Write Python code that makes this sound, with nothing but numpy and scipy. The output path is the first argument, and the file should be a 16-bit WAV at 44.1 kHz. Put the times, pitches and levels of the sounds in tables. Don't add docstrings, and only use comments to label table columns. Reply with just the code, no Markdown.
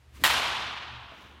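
import sys
import numpy as np
from scipy import signal
from scipy.fft import rfft, irfft
from scipy.io import wavfile
from scipy.ndimage import uniform_filter1d

SR = 44100
rng = np.random.default_rng(int(sys.argv[2]) if len(sys.argv) > 2 else 0)


def generate_wav(signal):
    frames = np.transpose(np.atleast_2d(signal))
    scaled = np.clip(frames, -1, 1) * 32767
    pcm = np.round(scaled).astype(np.int16)
    wavfile.write(sys.argv[1], SR, pcm)


N = 61739
HIT_S = .23775


def undb(db):
    return 10 ** (np.asarray(db) / 20)


def unit(x):
    return x / np.sqrt(np.mean(x ** 2))


def at_hz(table, hz):
    table = np.array(table, float)
    return np.interp(np.log(np.maximum(hz, 1)), np.log(table[:, 0]), table[:, 1])


def curve(table, column):
    table = np.array(table, float)
    return undb(np.interp(np.arange(N) / SR, table[:, 0], table[:, column]))


def noise(shape):
    f = np.arange(N // 2 + 1) * SR / N
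    spectrum = rfft(rng.standard_normal(N)) * shape(f)
    return unit(irfft(spectrum, N))


def peak(hz, width_hz):
    return lambda f: 1 / (1 + ((f - hz ** 2 / np.maximum(f, 1)) / width_hz) ** 2)


def ring(modes, t):
    t = np.maximum(t, 0)
    out = 0
    for hz, db, t60 in modes:
        decay = np.exp(-np.log(1000) * t / t60)
        out = out + undb(db) * np.sin(2 * np.pi * hz * t) * decay
    return out


def wander(rate_hz):
    k = int(SR / rate_hz)
    return unit(uniform_filter1d(uniform_filter1d(rng.standard_normal(N), k), k))


def ventilation():
    # (frequency [Hz], relative level per Hz [dB])
    air_spectrum = [(88, -32), (150, -2), (916, 2), (1010, -1.5), (2450, -1.5), (5820, -11.5),
                    (14700, -21.5), (16500, -39)]
    # (frequency [Hz], rms level before wavering and swell [dB], wavering [dB])
    hums = [(58, -67, 3), (73, -61, 3.5), (120, -64, 2.5)]
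    # (time [s], gain [dB])
    hum_swell = [(0, -5.5), (.25, 9), (.7, 3.5), (.83, -2), (.95, 5.5), (1.15, -4.5), (1.4, -2)]
    air_db, rumble_db = -66, -61
    t = np.arange(N) / SR
    low = 0
    for hz, db, waver_db in hums:
        level = undb(db + waver_db * wander(7.7)) * np.sqrt(2)
        phase = 2 * np.pi * (hz * t + rng.random()) + .7 * wander(8.6)
        low = low + level * np.sin(phase)
    low = low + undb(rumble_db) * noise(peak(69.6, 68))
    air = undb(air_db) * noise(lambda f: undb(at_hz(air_spectrum, f)) * (f > air_spectrum[1][0]))
    return air + curve(hum_swell, 1) * low


def net():
    # (time [s], rustle level [dB], low rumble level [dB])
    movement = [(1.06, -85, -74), (1.095, -72, -78), (1.12, -74, -66), (1.19, -66.5, -57), (1.26, -66, -60),
                (1.32, -74, -59), (1.4, -84, -62.5)]
    # (frequency [Hz], relative level per Hz [dB])
    rustle_spectrum = [(3000, 0), (6000, 2.5), (9000, -9.5), (12000, -10), (16000, -8)]
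    # (time [s], level [dB])
    soft_knocks = [(1.121, -40), (1.136, -45), (1.147, -46)]
    # (frequency [Hz], relative level [dB], t60 [s])
    knock_modes = [(300, -11, .04), (670, -2, .045), (950, -6, .025), (1300, -3, .03)]
    grain_db, grain_samples, fade_in_s = 3.5, 64, 0.056
    t = np.arange(N) / SR
    steps = np.repeat(rng.standard_normal(N // grain_samples + 1), grain_samples)[:N]
    grain = unit(undb(grain_db * steps))

    def rustle_gain(f):
        return undb(at_hz(rustle_spectrum, f)) * np.minimum(f / rustle_spectrum[0][0], 1) ** 2

    rustle = curve(movement, 1) * grain * noise(rustle_gain)
    rumble = curve(movement, 2) * noise(peak(248, 400))
    fade_in = np.clip((t - movement[0][0]) / fade_in_s, 0, 1)
    knocks = sum(undb(db) * ring(knock_modes, t - s) for s, db in soft_knocks)
    return (rustle + rumble) * fade_in + knocks


def swing():
    # (time [s], swish level [dB], low whoosh level [dB])
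    course = [(.09, -76, -80), (.12, -73.5, -67), (.152, -56.5, -70), (.17, -54, -60), (.195, -58.5, -54.5),
              (.215, -51, -45), (.234, -51, -46)]
    # (frequency [Hz], relative level per Hz [dB])
    swish_spectrum = [(590, -50), (1000, -7), (1780, -9), (1910, -6), (11200, -20.5), (15600, -23.5),
                      (16500, -31)]
    fade_s = 0.024
    t = np.arange(N) / SR
    swish = curve(course, 1) * noise(lambda f: undb(at_hz(swish_spectrum, f)))
    whoosh = curve(course, 2) * noise(peak(200, 260))
    fade = np.exp(-np.maximum(t - HIT_S, 0) / fade_s)
    return (swish + whoosh) * fade * (t > course[0][0])


def hall():
    # (frequency [Hz], relative level per Hz [dB])
    echo_spectrum = [(35, -47), (60, -21), (283, -14.5), (521, -10.5), (870, -1), (1080, -1), (1610, -3),
                     (2040, -5), (3110, -2.5), (4000, -6), (4700, -10.5), (7000, -17.5), (10500, -22),
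                     (15000, -26.5), (16500, -42)]
    # (frequency [Hz], t60 [s])
    hall_t60 = [(60, 3.5), (250, 2.58), (500, 1.78), (1000, 2.175), (2000, 1.99), (3000, 2.044),
                (4500, 1.6), (6500, 1.2), (9000, 0.86), (12000, 0.88), (16000, 0.38)]
    hall_db, far_wall_s, far_rise_s = -23, 0.041, 0.016
    near_db, near_rise_s, near_t60_s = -15.5, 0.0071, .25
    near_tilt_db = 5.5
    patchy_db, patch_hz = .7, 81.6
    t = np.maximum(np.arange(N) / SR - HIT_S, 0)
    late = np.maximum(t - far_wall_s, 0)
    f = np.maximum(np.arange(N // 2 + 1) * SR / N, 1)
    dense = rfft(noise(lambda f: undb(at_hz(echo_spectrum, f))))
    patchy = undb(patchy_db * wander(patch_hz))
    out = 0
    for hz in 50 * 2 ** np.arange(0, 8.6, 1 / 3):
        band_gain = np.clip(1 - 3 * np.abs(np.log2(f / hz)), 0, 1)
        band = irfft(dense * band_gain, N)
        near_level = near_db + near_tilt_db * max(np.log2(hz / 6000), 0)
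        near = undb(near_level - 60 * t / near_t60_s) * (1 - np.exp(-t / near_rise_s))
        far = undb(hall_db - 60 * late / at_hz(hall_t60, hz)) * (1 - np.exp(-late / far_rise_s))
        out = out + band * np.hypot(near, far)
    return out * patchy


def blow():
    # (frequency [Hz], relative level [dB], t60 [s])
    bat_modes = [(1100, -14, .007), (2000, -5, .0035), (3300, -9, .0035), (7000, -20, .003)]
    # (time after the blow [s], knock gain [dB], crack gain [dB])
    arrivals = [(0, -1, 0), (.0021, 0, -4), (.0037, -5, -11), (.0046, -8, -14), (.0053, 0, -13),
                (.0113, -4, -12), (.0124, -7, -20), (.0134, -5, -18), (.0203, -7, -11), (.0253, -8, -4),
                (.0261, -6, -16), (.0339, -10, -6), (.0386, -8, -14), (.0393, -4, -14), (.0637, -9, -22),
                (.0676, -11, -22), (.0721, -12, -22), (.0753, -8, -14)]
    crack_s, crack_db, crack_hz = .0002, -13, 4800
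    knock_lag_s = .00072
    knock_low_hz = 850
    t = np.arange(N) / SR - HIT_S
    treble = noise(lambda f: (f / crack_hz) ** 4 / (1 + (f / crack_hz) ** 4))
    cracks, knocks = 0, 0
    for lag, knock_gain_db, crack_gain_db in arrivals:
        u = np.maximum(t - lag, 0) / crack_s
        burst = u * np.exp(1 - u)
        cracks = cracks + undb(crack_db + crack_gain_db) * treble * burst
        knocks = knocks + undb(knock_gain_db) * ring(bat_modes, t - lag - knock_lag_s)
    highpass = signal.butter(3, knock_low_hz, "high", fs=SR, output="sos")
    return cracks + signal.sosfilt(highpass, knocks)


def scene():
    return (blow() + hall() + swing() + ventilation() + net())[None, :]


def record(dry):
    lowpass = signal.ellip(10, .2, 80, 16050, fs=SR, output="sos")
    return signal.sosfilt(lowpass, dry)


dry = scene()
out = record(dry)
generate_wav(out)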